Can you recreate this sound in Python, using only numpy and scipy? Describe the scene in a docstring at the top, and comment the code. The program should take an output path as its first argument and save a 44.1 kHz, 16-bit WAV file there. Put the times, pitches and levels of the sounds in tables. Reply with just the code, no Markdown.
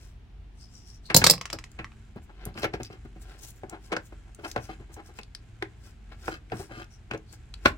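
"""Hands peel the slit plastic jacket off a stiff cable that hangs out of a hollow plaster wall.
Fingers rub, the jacket creaks, crackles and ticks, hand and cable knock the wall; last, a flap snaps free.
Early on, a blade skids down the jacket and the metal tool is put down: it clatters and rocks to rest.
Contacts are noise bursts and strokes are grainy friction, both filtered by damped resonances.
The room is small and quiet, with a low rumble and hum."""
import sys
import numpy as np
from scipy import signal
from scipy.fft import rfft, irfft, next_fast_len
from scipy.io import wavfile

SR = 44100
rng = np.random.default_rng(int(sys.argv[2]) if len(sys.argv) > 2 else 0)


def dump(signal):
    """Clip the signal to [-1, 1] and save it as 16-bit WAV at the path in sys.argv[1]."""
    limited = np.clip(np.atleast_2d(signal).T, -1, 1)
    pcm = np.round(limited * 32767).astype(np.int16)
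    wavfile.write(sys.argv[1], SR, pcm)


N = 342657
FFT_SIZE = 8192


def from_db(db):
    """Decibels to gain."""
    return 10 ** (np.asarray(db) / 20)


def at_hz(points, hz):
    """Read a table on a log-frequency axis."""
    f, value = np.transpose(points)
    return np.interp(np.log(hz + 1e-3), np.log(f), value)


def between(values, share):
    """Read evenly spaced values at a share of 0-1."""
    return np.interp(share, np.linspace(0, 1, len(values)), values)


def freqs(size):
    """FFT bin frequencies in Hz."""
    return np.arange(size // 2 + 1) * SR / size


def add(out, time_s, x):
    """Mix a stereo sound in at time_s."""
    start = int(round(time_s * SR))
    lo, hi = max(start, 0), min(start + x.shape[1], N)
    if hi > lo:
        out[:, lo:hi] += x[:, lo - start:hi - start]


def place(x, pan_db, lag_s):
    """The left microphone port gets the sound louder and earlier."""
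    n = np.arange(N)
    right = np.interp(n - round(lag_s * SR), n, x[1])
    return np.array([x[0], right]) * from_db([[pan_db / 2], [-pan_db / 2]])


def stereo_noise(size, split_hz=3220):
    """White noise, alike at both ports below split_hz, parting above."""
    mid, side = rfft(rng.standard_normal((2, size)))
    f = freqs(size)
    apart = np.hypot(0.9 * f / np.hypot(f, split_hz), from_db(-24))  # floor: port mismatch
    return irfft((mid + apart * side * [[1], [-1]]) / np.hypot(1, apart), size)


def body(colour, modes=()):
    """Minimum-phase impulse response: a broad colour plus modes at least 2 % wide."""
    f = freqs(FFT_SIZE)
    lift_db = sum(db / (1 + (2 * (f - hz) / max(width_hz, .02 * hz)) ** 2) for hz, width_hz, db in modes)
    lift_db = 17 * np.tanh(lift_db / 17)  # soft limit
    cepstrum = irfft(np.log(from_db(at_hz(colour, f) + lift_db)))
    cepstrum[1:FFT_SIZE // 2] *= 2
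    cepstrum[FFT_SIZE // 2 + 1:] = 0
    return irfft(np.exp(rfft(cepstrum)))[None, :FFT_SIZE // 2]


def touched(modes, spread_db):
    """Each touch falls on another spot and reweights the modes."""
    return [(hz, width_hz, db + spread_db * rng.standard_normal()) for hz, width_hz, db in modes]


def grip(width_hz, lift_db, count=14):
    """Random modes set by where a thing is held; width_hz applies at 5 kHz."""
    pitches_hz = np.exp(rng.uniform(np.log(1500), np.log(15000), count))
    return [(hz, width_hz * np.sqrt(hz / 5000), lift_db) for hz in pitches_hz]


def strike(response, level_db, contact_s, spike, rise_share):
    """Pressure builds to a spike and dies in tiny slips; level_db is the RMS of the first 12 ms."""
    t = np.arange(FFT_SIZE // 2) / SR
    rise_s = np.clip(rise_share * contact_s, 1e-4, .02)
    slips = stereo_noise(len(t)) * np.minimum(t / rise_s, np.exp((rise_s - t) / contact_s))
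    slips[:, int(rise_s * SR)] += spike * np.sqrt(np.sum(slips[0] ** 2))
    x = signal.fftconvolve(slips, response, axes=1)
    return from_db(level_db) * x / np.sqrt(np.mean(x[:, :int(.012 * SR)] ** 2))


def stroke(rise_s, fall_s, shape=2.0):
    """Time about a stroke's peak, and its speed; shape below 2 lengthens the tails."""
    reach = 8 ** (1 / shape)
    t = np.arange(-round(reach * rise_s * SR) - 1, round(reach * fall_s * SR) + 1) / SR
    return t, np.exp(-np.abs(t / np.where(t < 0, rise_s, fall_s)) ** shape)


def friction(response, speed, grain_db, slip_gain):
    """Uneven catches and about 220 sudden slips a second excite a body."""
    size = len(speed)
    knots = np.arange(0, size, 90)
    catches = np.interp(np.arange(size), knots, rng.standard_normal(len(knots)))
    slips = (rng.random(size) < 220 / SR) * rng.uniform(.5, 1, size) * slip_gain
    scrape = stereo_noise(next_fast_len(size, True))[:, :size] * from_db(grain_db * catches)
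    x = signal.fftconvolve(scrape + slips, response, axes=1)[:, :size]
    return speed * x / x.std()


# room noise spectrum (frequency [Hz], gain [dB])
AIR_COLOUR = [(15, -30.5), (25, -3.5), (76, 0), (161, -12.5), (200, -16.5), (405, -22.5), (531, -33.5),
              (714, -27), (1000, -32), (2990, -35), (16000, -63)]
# hum bands (frequency [Hz], width [Hz], level [dB])
HUM_BANDS = [(48.3, 2.8, -51), (111.8, 3, -59.5), (221, 3, -69.5)]
def air(noise_db=-50.5):
    """Rumble and hum of the house under a faint hiss."""
    size = next_fast_len(N, True)
    f = freqs(size)
    noise = irfft(rfft(stereo_noise(size, split_hz=450)) * from_db(at_hz(AIR_COLOUR, f)), size)
    out = from_db(noise_db) * noise / noise.std()
    for hz, width_hz, level_db in HUM_BANDS:
        hum = irfft(rfft(rng.standard_normal(size)) / (1 + (2 * (f - hz) / width_hz) ** 2), size)
        out += from_db(level_db) * hum / hum.std()
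    return out[:, :N]


# room decay (frequency [Hz], T60 [s])
ROOM_T60 = [(120, 0.3), (400, 0.19), (1200, 0.16), (3000, 0.15), (7000, 0.11), (14000, 0.09)]
def room(x, wet_db):
    """Add a short diffuse tail whose treble dies first."""
    size = 2 * FFT_SIZE
    t = np.arange(size) / SR
    white = rfft(stereo_noise(size, split_hz=1100))
    tail = 0
    for hz, t60_s in ROOM_T60:
        band = at_hz([(f, f == hz) for f, _ in ROOM_T60], freqs(size))
        tail = tail + irfft(white * band) * from_db(-60 * t / t60_s)
    tail *= 1 - np.exp(-(t / 0.004) ** 2)
    tail *= from_db(wet_db) / np.sqrt(np.sum(tail[0] ** 2))
    return x + signal.oaconvolve(x, tail, axes=1)[:, :N]


# wall panel resonances (frequency [Hz], width [Hz], lift [dB])
WALL_MODES = [(187, 95, 9), (320.4, 21, 12.5), (411, 73, 7.5), (550, 22, -2.5), (633, 24, 4.5),
              (762, 210, 10), (1044, 50, 8.5), (1360, 84, 9.5), (1586, 250, 11.5), (2200, 140, 6),
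              (2570, 150, 5), (3140, 350, 2.5), (4080, 190, 6.5), (4860, 220, 3.5)]
# held cable spectrum (frequency [Hz], gain [dB])
RUSTLE_COLOUR = [(150, -10.5), (400, -1), (900, -9.5), (2000, 0.5), (4500, -10.5), (7500, -3), (10000, -14),
                 (16000, -31)]
def rustle(start_s=1.6, level_db=-69):
    """Fingers never quite rest, so the held jacket rustles."""
    t = np.arange(start_s, N / SR, 1 / SR)
    shifts_s = np.arange(start_s, N / SR, .08)
    unrest_db = 2.5 * np.interp(t, shifts_s, rng.standard_normal(len(shifts_s)))
    pressure = from_db(level_db + unrest_db)
    out = np.zeros((2, N))
    add(out, start_s, friction(body(RUSTLE_COLOUR, WALL_MODES), pressure, grain_db=3, slip_gain=1.4))
    return out


# tool and hollow surface resonances (frequency [Hz], width [Hz], lift [dB])
TOOL_MODES = [(1150, 230, 12), (2190, 220, 4), (4150, 160, 2.5), (4757, 190, 0.5), (5150, 1200, 1.5),
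              (6340, 750, -4), (6760, 210, 1), (7500, 310, 4.5), (12300, 600, 6.5)]
BOARD_MODES = [(163, 40, 7), (520, 50, 4)]
# surface, handle, metal and top treble spectra (frequency [Hz], gain [dB])
THUD_COLOUR = [(40, -22), (90, -13), (165, -8), (260, -12), (520, -2), (900, -5.5), (3000, -41.5)]
CLACK_COLOUR = [(250, -28), (700, -7), (1100, 0), (1600, -2), (2500, -2), (3600, -9), (8000, -40)]
RING_COLOUR = [(1200, -35), (3000, -9), (4000, -1), (5500, 1.5), (7800, -2), (10000, -13.5), (16000, -30.5)]
SHEEN_COLOUR = [(4000, -40), (8000, 0), (10000, -1.5), (13000, -1), (16000, 0)]
def clink(ring_db, ring_hz, handle_db, contact_s, mode_scale=1):
    """One tool contact: the surface thuds, the handle clacks, the metal rings briefly."""
    modes = touched(TOOL_MODES, spread_db=0.5) + grip(width_hz=230, lift_db=2.5)
    modes = [(hz, width_hz, mode_scale * db) for hz, width_hz, db in modes]
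    board = body(THUD_COLOUR, BOARD_MODES)
    handle = body(CLACK_COLOUR, modes + [(2583, 590, mode_scale * 2)])
    metal = body(RING_COLOUR, modes + [(ring_hz, 800, mode_scale * 6), (ring_hz, 260, mode_scale * 9)])
    dull_db = 0.45 * handle_db + .2 * (-15.5 - ring_db)  # handle-heavy or weak hits are duller
    sheen_db = ring_db - 14 - dull_db
    thud = strike(board, ring_db - 12.5, 1.1 * contact_s, spike=.85, rise_share=.33)
    clack = strike(handle, ring_db + handle_db, contact_s, spike=1, rise_share=.35)
    ring = strike(metal, ring_db, .91 * contact_s, spike=.35, rise_share=.7)
    sheen = strike(body(SHEEN_COLOUR, modes), sheen_db, 1.1 * contact_s, spike=.1, rise_share=.97)
    return thud + clack + ring + from_db([[-2.2], [2.0]]) * sheen  # top treble beams right


# surface boom spectrum (frequency [Hz], gain [dB])
BOOM_COLOUR = [(30, -24), (70, -11), (100, -7), (130, -0.5), (175, 0.5), (260, -8.5), (520, -13),
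               (900, -16.5), (2000, -41.5)]
# its resonances (frequency [Hz], width [Hz], lift [dB])
BOOM_MODES = [(163, 44, 13), (520, 45, 9)]
# bounces (time [s], ring level [dB], ring [Hz], handle re ring [dB], boom re ring [dB])
LANDINGS = [(1.144, -14, 4100, -12.5, -4), (1.163, -11.5, 6800, -27.5, -10.5),
            (1.17, -19, 12500, -23.5, -25), (1.24, -14.5, 4270, -4, -17), (1.2643, -15.5, 4760, -9, -9.5),
            (1.268, -16, 3903, -5.5, -22), (1.297, -12.5, 5160, -16, -23.5),
            (1.3072, -16.5, 4970, -22, -13), (1.3352, -32.5, 5160, -4.5, -3.5),
            (1.378, -46.5, 5100, -1, 2.5), (1.528, -32.5, 5200, -7.5, -16),
            (1.8435, -54.5, 5670, 15.5, -17), (1.918, -76.5, 2900, 20, -15)]
# rocking contacts (time [s])
ROCKS_S = [1.411, 1.4541, 1.5, 1.586, 1.639]
def tool(settle_s=.005, fade_db_per_s=43):
    """The tool bounces, its weight booms in the hollow surface, and it rocks to rest on its side."""
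    out = np.zeros((2, N))
    boom = body(BOOM_COLOUR, BOOM_MODES)
    for time_s, ring_db, ring_hz, handle_db, boom_db in LANDINGS:
        add(out, time_s, clink(ring_db, ring_hz, handle_db, contact_s=.0036))
        weight = strike(boom, ring_db + boom_db, contact_s=.008, spike=2.2, rise_share=.19)
        add(out, time_s + settle_s, weight)
    for time_s in ROCKS_S:
        ring_db = -39 - fade_db_per_s * (time_s - ROCKS_S[0])
        add(out, time_s, clink(ring_db, ring_hz=5000, handle_db=3, contact_s=.004, mode_scale=.14))
    wall_echo = np.zeros((2, N))
    add(wall_echo, .0102, from_db(-16.5) * out)
    return out + wall_echo


# sliding spectra (frequency [Hz], gain [dB])
DRAG_COLOUR = [(100, -20.5), (320, 3.5), (800, -3.5), (1600, -5.5), (3000, -6.5), (5000, -15), (10000, -32)]
HISS_COLOUR = [(1000, -26.5), (3000, -3), (4500, -1), (7500, 5.5), (10000, -1.5), (16000, -28.5)]
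def slide(length_s, drag_db, hiss_db, hiss_mode, sheen_db):
    """Friction on the split jacket, a short resonant tube. Returns (lead before the peak [s], sound)."""
    t, speed = stroke(.52 * length_s, .48 * length_s, shape=1.35)
    jacket = grip(width_hz=170, lift_db=5, count=12)
    tube_hz = 490 * rng.uniform(.92, 1.08)
    tube = [(k * tube_hz, 150, 7) for k in range(3, 13)]
    drag = body(DRAG_COLOUR, touched(WALL_MODES, spread_db=0.5) + tube)
    hiss = body(HISS_COLOUR, jacket + tube + [hiss_mode])
    x = from_db(drag_db) * friction(drag, speed, grain_db=4.5, slip_gain=12)
    x += from_db(hiss_db) * friction(hiss, speed, grain_db=4, slip_gain=15)
    x += from_db(sheen_db) * friction(body(SHEEN_COLOUR, jacket), speed, grain_db=3.5, slip_gain=9)
    return -t[0], x


# squeak band (frequency [x pitch], gain [dB])
SQUEAK_BAND = [(.6, -36), (.85, -14), (.96, -1), (1.04, -1), (1.15, -14), (1.7, -26), (2.6, -44)]
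# hard-edge strokes (peak time [s], length [s], squeak level [dB], pitch [Hz])
SKIDS = [(0.621, 0.085, -58, 5100), (0.767, 0.13, -58, 5600), (0.891, 0.059, -54.5, 5400),
         (0.948, 0.049, -60, 5700), (1.065, .042, -53.5, 4300), (6.932, 0.05, -59.5, 5730),
         (7.302, 0.067, -63.5, 4420)]
def skids():
    """Blade or nail skids along the jacket: hiss and a narrow squeak."""
    out = np.zeros((2, N))
    for time_s, length_s, db, hz in SKIDS:
        lead_s, x = slide(length_s, db - 15, db - 5, hiss_mode=(hz, 1100, 4), sheen_db=db - 14.5)
        add(out, time_s - lead_s, x)
        t, speed = stroke(.36 * length_s, .78 * length_s)
        squeak = body([(hz * ratio, gain_db) for ratio, gain_db in SQUEAK_BAND])
        add(out, time_s + t[0], from_db(db) * friction(squeak, speed, grain_db=5, slip_gain=3))
    return place(out, pan_db=5, lag_s=.00012)


# finger strokes (peak time [s], length [s], base level [dB], pressure [0-1])
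RUBS = [(0.038, 0.13, -59.5, 0.38), (2.24, 0.023, -62, 0), (2.434, 0.12, -54.5, 0.98),
        (2.594, 0.031, -48.5, 0.06), (3.222, 0.023, -50, 0), (3.314, 0.13, -56, 0.61),
        (3.393, .02, -54, 0.36), (3.44, 0.034, -41, 0.23), (3.488, 0.047, -46.5, 0.12),
        (3.568, 0.066, -62, 0.1), (3.857, 0.067, -58.5, 0.44), (4.061, 0.047, -57, 0.06),
        (4.488, 0.07, -48, 0.36), (4.644, 0.06, -51.5, 0.37), (4.942, 0.025, -50.5, 0.19),
        (5.072, 0.047, -57.5, 0.32), (5.174, 0.038, -57.5, 0.43), (5.866, 0.089, -58.5, 0.41),
        (6.128, 0.035, -51.5, 0.89), (6.277, 0.09, -49, 0.43), (6.605, 0.091, -47.5, 0.36),
        (7.338, 0.033, -52, 0.37), (7.678, 0.052, -45.5, 0.5)]
def rubs():
    """Fingers rub the jacket: a light one hisses high, a firm one rasps low."""
    out = np.zeros((2, N))
    for time_s, length_s, db, pressure in RUBS:
        drag_db = db + between((-25, 3.5, 2), pressure)
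        hiss_db = db + between((-4.5, -2, -26), pressure)
        sheen_db = db + between((-3, -8.5, -32), pressure)
        hiss_hz = between((7500, 4700, 4050), pressure)
        lead_s, x = slide(length_s, drag_db, hiss_db, (hiss_hz, 1200, 10), sheen_db)
        add(out, time_s - lead_s, x)
    return place(out, pan_db=4.5, lag_s=.00012)


# tick spectrum for a 5 kHz ring (frequency [Hz], gain [dB])
TICK_COLOUR = [(400, -38), (1500, -11), (2800, -7.5), (4000, -1), (5500, 0.5), (7000, -9.5), (11000, -12),
               (16000, -29)]
# ticks (time [s], level [dB], ring [Hz])
TICKS = [(1.716, -59, 6970), (2.453, -39.5, 9800), (2.542, -59.5, 4500), (2.62, -56, 9000),
         (2.645, -47, 11100), (2.832, -42.5, 6070), (2.847, -48.5, 5000), (2.858, -58, 5150),
         (2.869, -59, 4700), (3.505, -53, 11000), (3.696, -45.5, 7150), (4.347, -52.5, 7610),
         (4.514, -41, 5900), (5.139, -68, 6970), (5.189, -54, 6970), (5.213, -60, 4600), (5.232, -50, 4460),
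         (5.349, -40.5, 4840), (5.6248, -46.5, 4600), (6.499, -56, 2483), (6.571, -61.5, 4970),
         (6.828, -53, 3050), (6.843, -60.5, 5200), (7.176, -58, 6020), (7.327, -52, 7500),
         (7.5394, -43, 4140), (7.656, -46, 11900)]
def ticks():
    """Short bright ticks: the tool's last rock, then the jacket's edges slipping."""
    out = np.zeros((2, N))
    for time_s, level_db, ring_hz in TICKS:
        colour = [(hz * (ring_hz / 5000) ** 1.2, db) for hz, db in TICK_COLOUR]
        tick = body(colour, [(ring_hz, 1500, 4)])
        add(out, time_s, strike(tick, level_db, contact_s=.0024, spike=.1, rise_share=.24))
    return place(out, pan_db=2.5, lag_s=.00005)


# jacket flap resonances (frequency [Hz], width [Hz], lift [dB])
FLAP_MODES = [(323, 50, 9), (740, 90, 7), (1215, 70, 11), (1430, 70, 9), (1600, 80, 10), (2120, 70, 8),
              (2600, 110, 11), (3120, 150, 12), (4090, 150, 12), (4850, 150, 13), (5430, 170, 7)]
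# crackle spectrum (frequency [Hz], gain [dB])
CRACKLE_COLOUR = [(1000, -21), (2500, 0), (4200, -6), (5600, -1), (7000, -12), (15000, -20)]
# tears (peak time [s], length [s], level [dB])
CRACKLES = [(2.59, 0.056, -50.5), (2.639, 0.029, -35.5), (2.745, 0.028, -49), (2.849, .05, -49.5),
            (2.928, .036, -58.5), (4.453, .012, -43), (4.702, .025, -66), (6.334, 0.054, -51),
            (6.793, 0.078, -55.5)]
def crackles(fibres_per_s=420):
    """Fibres give way ahead of a tear, each flicking the flap."""
    out = np.zeros((2, N))
    for time_s, length_s, db in CRACKLES:
        t, speed = stroke(length_s / 2, length_s / 2)
        breaks = (rng.random(len(t)) < fibres_per_s / SR) * rng.standard_normal(len(t))
        modes = touched(FLAP_MODES, spread_db=2) + grip(width_hz=130, lift_db=8, count=10)
        x = signal.fftconvolve(breaks, body(CRACKLE_COLOUR, modes)[0])[:len(t)]
        add(out, time_s + t[0], from_db(db) * speed * x / (x.std() + 1e-9) * np.ones((2, 1)))
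    return place(out, pan_db=2, lag_s=.00013)


# hollow creak spectrum (frequency [Hz], gain [dB])
CREAK_COLOUR = [(100, -24), (320, 2), (550, -2.5), (850, 1), (1550, -5.5), (2100, -5.5), (4200, -19),
                (6000, -28), (12000, -40)]
# stick-slip runs (peak time [s], length [s], level [dB], slip rate [Hz])
CREAKS = [(2.302, 0.026, -51, 300), (2.628, 0.034, -44, 420), (3.738, 0.064, -44.5, 360),
          (3.934, 0.046, -43, 470), (4.282, 0.048, -62, 330), (4.458, 0.033, -37.5, 310),
          (4.997, 0.036, -47, 380), (6.711, .03, -48, 340)]
def creaks(jitter=.1207, spread_db=3, scrape_db=-5):
    """The bent jacket sticks and slips under a thumb, shaking cable and wall."""
    out = np.zeros((2, N))
    for time_s, length_s, db, slip_hz in CREAKS:
        t, speed = stroke(length_s / 2, length_s / 2)
        hollow = body(CREAK_COLOUR, WALL_MODES + grip(width_hz=130, lift_db=-3.5))
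        gaps, sizes = rng.standard_normal((2, 80))
        onsets = (np.cumsum(np.exp(jitter * gaps)) * SR / slip_hz).astype(int)
        inside = onsets < len(t)
        slips = np.zeros(len(t))
        slips[onsets[inside]] = from_db(spread_db * sizes[inside])
        creak = signal.fftconvolve(slips, hollow[0])[:len(t)]
        scrape = from_db(scrape_db) * friction(hollow, speed, grain_db=4, slip_gain=8)
        add(out, time_s + t[0], from_db(db) * (speed * creak / creak.std() + scrape))
    return place(out, pan_db=3.5, lag_s=.00019)


# rasp spectrum (frequency [Hz], gain [dB])
RASP_COLOUR = [(100, -10), (300, -0.5), (520, -2.5), (1000, -10), (1600, -3.5), (3000, -13), (5400, -22),
               (6500, -18), (10000, -25.5), (16000, -37)]
# thumb drags (peak time [s], length [s], level [dB])
RASPS = [(2.594, 0.066, -43.5), (2.929, 0.039, -52.5), (4.448, 0.014, -37), (4.591, 0.041, -48.5),
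         (4.717, 0.053, -45), (6.332, .065, -40.5), (6.747, 0.071, -46), (6.803, 0.081, -45)]
def rasps(mode_scale=1.6):
    """A thumb drags the stiff flap over the wires; dense slips keep it ringing."""
    out = np.zeros((2, N))
    for time_s, length_s, level_db in RASPS:
        t, speed = stroke(length_s / 2, length_s / 2)
        modes = [(hz, width_hz, mode_scale * db) for hz, width_hz, db in touched(FLAP_MODES, spread_db=2)]
        rasp = friction(body(RASP_COLOUR, modes), speed, grain_db=5.5, slip_gain=24)
        add(out, time_s + t[0], from_db(level_db) * rasp)
    return place(out, pan_db=2.5, lag_s=.00024)


# wall thump and finger pad spectra (frequency [Hz], gain [dB])
THUMP_COLOUR = [(30, -23.5), (70, -4.5), (120, 0.5), (165, -4), (260, -6.5), (500, -27.5), (2000, -57)]
PAD_COLOUR = [(60, -44), (170, -10), (240, -15), (330, 3.5), (480, -3.5), (850, -11.5), (1500, -22.5),
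              (3000, -33.5), (8000, -41)]
# soft contacts (time [s], base level [dB], emphasis [Hz], contact [s], thump re base [dB])
BUMPS = [(2.158, -40.5, 320, 0.0087, 3), (2.459, -40, 380, 0.014, -3), (2.551, -41, 310, .01, -2),
         (2.799, -36.5, 402, 0.006, -4), (2.815, -45.5, 299, 0.0073, 5.5), (2.9, -44, 400, .006, -3),
         (2.931, -49, 420, 0.013, -4), (3.049, -45, 351, 0.0061, 2.5), (3.159, -51, 337, 0.0064, 3),
         (3.72, -47, 378, 0.013, -1), (4.1217, -44.5, 380, 0.0055, -12.5), (4.386, -44.5, 380, 0.01, -11.5),
         (4.43, -45, 380, .014, -16), (4.691, -36.5, 503, 0.0078, -18), (4.795, -48.5, 322, 0.014, -1),
         (4.892, -52, 400, 0.013, -13), (4.962, -45.5, 842, 0.013, -24), (5.087, -50, 895, 0.011, -17.5),
         (5.625, -33.5, 325, .004, -18), (6.536, -44.5, 300, 0.017, 5.5), (6.592, -38, 320, 0.012, -4.5),
         (6.707, -45, 593, 0.014, -6), (6.766, -50.5, 395, 0.015, 4)]
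def bumps():
    """A finger pad bumps the cable: a round knock and thump in the wall, then a scuff on the jacket."""
    out = np.zeros((2, N))
    thump = body(THUMP_COLOUR)
    for time_s, db, hz, contact_s, thump_db in BUMPS:
        wall = body(PAD_COLOUR, touched(WALL_MODES, spread_db=3) + [(hz, .5 * hz, 6)])
        add(out, time_s, strike(wall, db - 2.5, contact_s, spike=.3, rise_share=.45))
        add(out, time_s, strike(thump, db + thump_db, contact_s, spike=.63, rise_share=.36))
        t, speed = stroke(contact_s, 2.4 * contact_s)
        flap = body(CREAK_COLOUR, touched(FLAP_MODES, spread_db=2.5))
        scuff = friction(flap, speed, grain_db=5, slip_gain=14)
        add(out, time_s + contact_s + t[0], from_db(db - 7.5) * scuff)
    return place(out, pan_db=2, lag_s=.00019)


# wall and plastic crack spectra (frequency [Hz], gain [dB])
WALL_COLOUR = [(60, -39.5), (170, -13), (245, -11), (320, -2.5), (450, 0.5), (800, -6.5), (1500, -8),
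               (2500, -13), (4000, -30.5), (9000, -58)]
CRACK_COLOUR = [(600, -23.5), (1800, -1), (2700, 0), (4500, -4.5), (6500, -11.5), (9000, -17.5),
                (15500, -32)]
# knocks (time [s], level [dB], emphasis [Hz], weight [0-1], hardness [0-1], thump re knock [dB])
KNOCKS = [(1.098, -29.5, 1100, 0.85, 0.86, -16), (1.16, -30, 520, 0.96, 0.9, -5),
          (1.214, -27, 900, 0.84, 0.92, -3.5), (1.531, -37, 610, 0.66, 0.45, -9),
          (1.787, -37.5, 329.5, 0.82, 0.79, -8.5), (2.574, -41.5, 306, 0.63, 0.99, -1),
          (2.631, -29, 440, 0.3, 0.8, -11), (2.641, -23.5, 443, 0.39, 0.63, -12.5),
          (2.65, -29, 400, 0.35, 0.5, -11), (2.736, -29.5, 420, 0.46, 0.5, -6.5),
          (2.751, -41.5, 330, 0.14, 0.57, -1), (3.632, -37, 339, 0.46, 0, -6.5),
          (3.9184, -29.5, 450, 0.3, 0.57, -20), (3.9248, -31, 450, 0, 0.63, -20),
          (3.928, -28, 467, 0.29, 0.57, -31), (3.9349, -31.5, 795, 0.24, 0.5, -28),
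          (3.95, -40, 450, .3, .2, -22), (3.9646, -28.5, 475, 0.25, 0.69, -19),
          (4.5604, -25.5, 510, 0.27, 0.51, -11.5), (4.575, -36, 720, .5, 0.57, -5),
          (5.186, -41.5, 350, 0.43, 0.92, -8.5), (5.623, -30.5, 324, 0.05, 0.62, -20),
          (6.279, -26.5, 479, 0, 0.05, -15.5), (6.5172, -30, 441, 0.62, 0.36, -7.5),
          (7.1099, -32.5, 1200, 0.45, 0.81, -7), (7.133, -34.5, 393, 0.74, 0.55, -6.5),
          (7.1441, -34, 430, 0.49, 0.4, -12)]
def knocks(knee_hz=800):
    """Hollow knocks: the landing tool thuds, and hand and cable hit the wall."""
    out = np.zeros((2, N))
    thump = body(THUMP_COLOUR)
    t, speed = stroke(rise_s=.008, fall_s=.019)  # scuff into each contact
    for time_s, wall_db, emphasis_hz, weight, hardness, thump_db in KNOCKS:
        contact_s = np.exp(between(np.log((.0032, .016)), weight))
        crack_db = wall_db + between((-25.5, -0.5), hardness)
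        tilt_db_per_oct = between((-6, 3), hardness)
        modes = touched(WALL_MODES, spread_db=-2) + grip(width_hz=990, lift_db=3)
        colour = [(hz, db + tilt_db_per_oct * max(np.log2(hz / knee_hz), 0)) for hz, db in WALL_COLOUR]
        wall = body(colour, modes + [(emphasis_hz, .4 * emphasis_hz, 8)])
        plastic = body(CRACK_COLOUR, modes)
        add(out, time_s + t[0], from_db(wall_db - 19) * friction(wall, speed, grain_db=0, slip_gain=20))
        add(out, time_s, strike(thump, wall_db + thump_db, 1.8 * contact_s, spike=.16, rise_share=.27))
        add(out, time_s, strike(wall, wall_db, 1.3 * contact_s, spike=.47, rise_share=.36))
        add(out, time_s, strike(plastic, crack_db, .85 * contact_s, spike=.25, rise_share=.3))
    return place(out, pan_db=1.8, lag_s=.00018)


# slap spectrum (frequency [Hz], gain [dB])
SLAP_COLOUR = [(60, -17), (130, -8), (220, -9.5), (500, -3.5), (900, -4), (1500, -4.5), (2400, -7.5),
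               (3200, -12.5), (4400, -16), (6200, -25), (10000, -35.5), (16000, -39)]
# its resonances (frequency [Hz], width [Hz], lift [dB])
SLAP_MODES = [(388, 90, 3), (807, 110, 4), (1080, 100, 5), (1410, 100, 6), (1920, 100, 4), (2310, 130, 5),
              (4310, 170, 6), (5390, 220, 5)]
def flap_snap(time_s=7.6568, level_db=-11):
    """The bent flap slips, then lets go: a hard slap and a thump in the wall."""
    out = np.zeros((2, N))
    slap, thump = body(SLAP_COLOUR, SLAP_MODES), body(THUMP_COLOUR)
    t, speed = stroke(rise_s=.0044, fall_s=.026)
    add(out, time_s + t[0], from_db(level_db - 17) * friction(slap, speed, grain_db=5.5, slip_gain=12))
    add(out, time_s, strike(slap, level_db, contact_s=.00538, spike=.4, rise_share=.3))
    add(out, time_s, strike(thump, level_db - 12.5, contact_s=.012, spike=.52, rise_share=.27))
    return place(out, pan_db=1, lag_s=.0002)


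def scene():
    """Tool and hands in one small room, over its air."""
    clatter = room(tool(), wet_db=-10.5)
    hands = knocks() + flap_snap() + bumps() + ticks()
    hands += rubs() + rasps() + crackles() + skids() + creaks() + rustle()
    return clatter + room(hands, wet_db=-12) + air()


def record(dry):
    """Clip at full scale, then low-pass at 16 kHz."""
    lowpass = signal.ellip(12, .1, 90, 16000, fs=SR, output="sos")
    return signal.sosfilt(lowpass, np.clip(dry, -1, 1))


dry = scene()
out = record(dry)
dump(out)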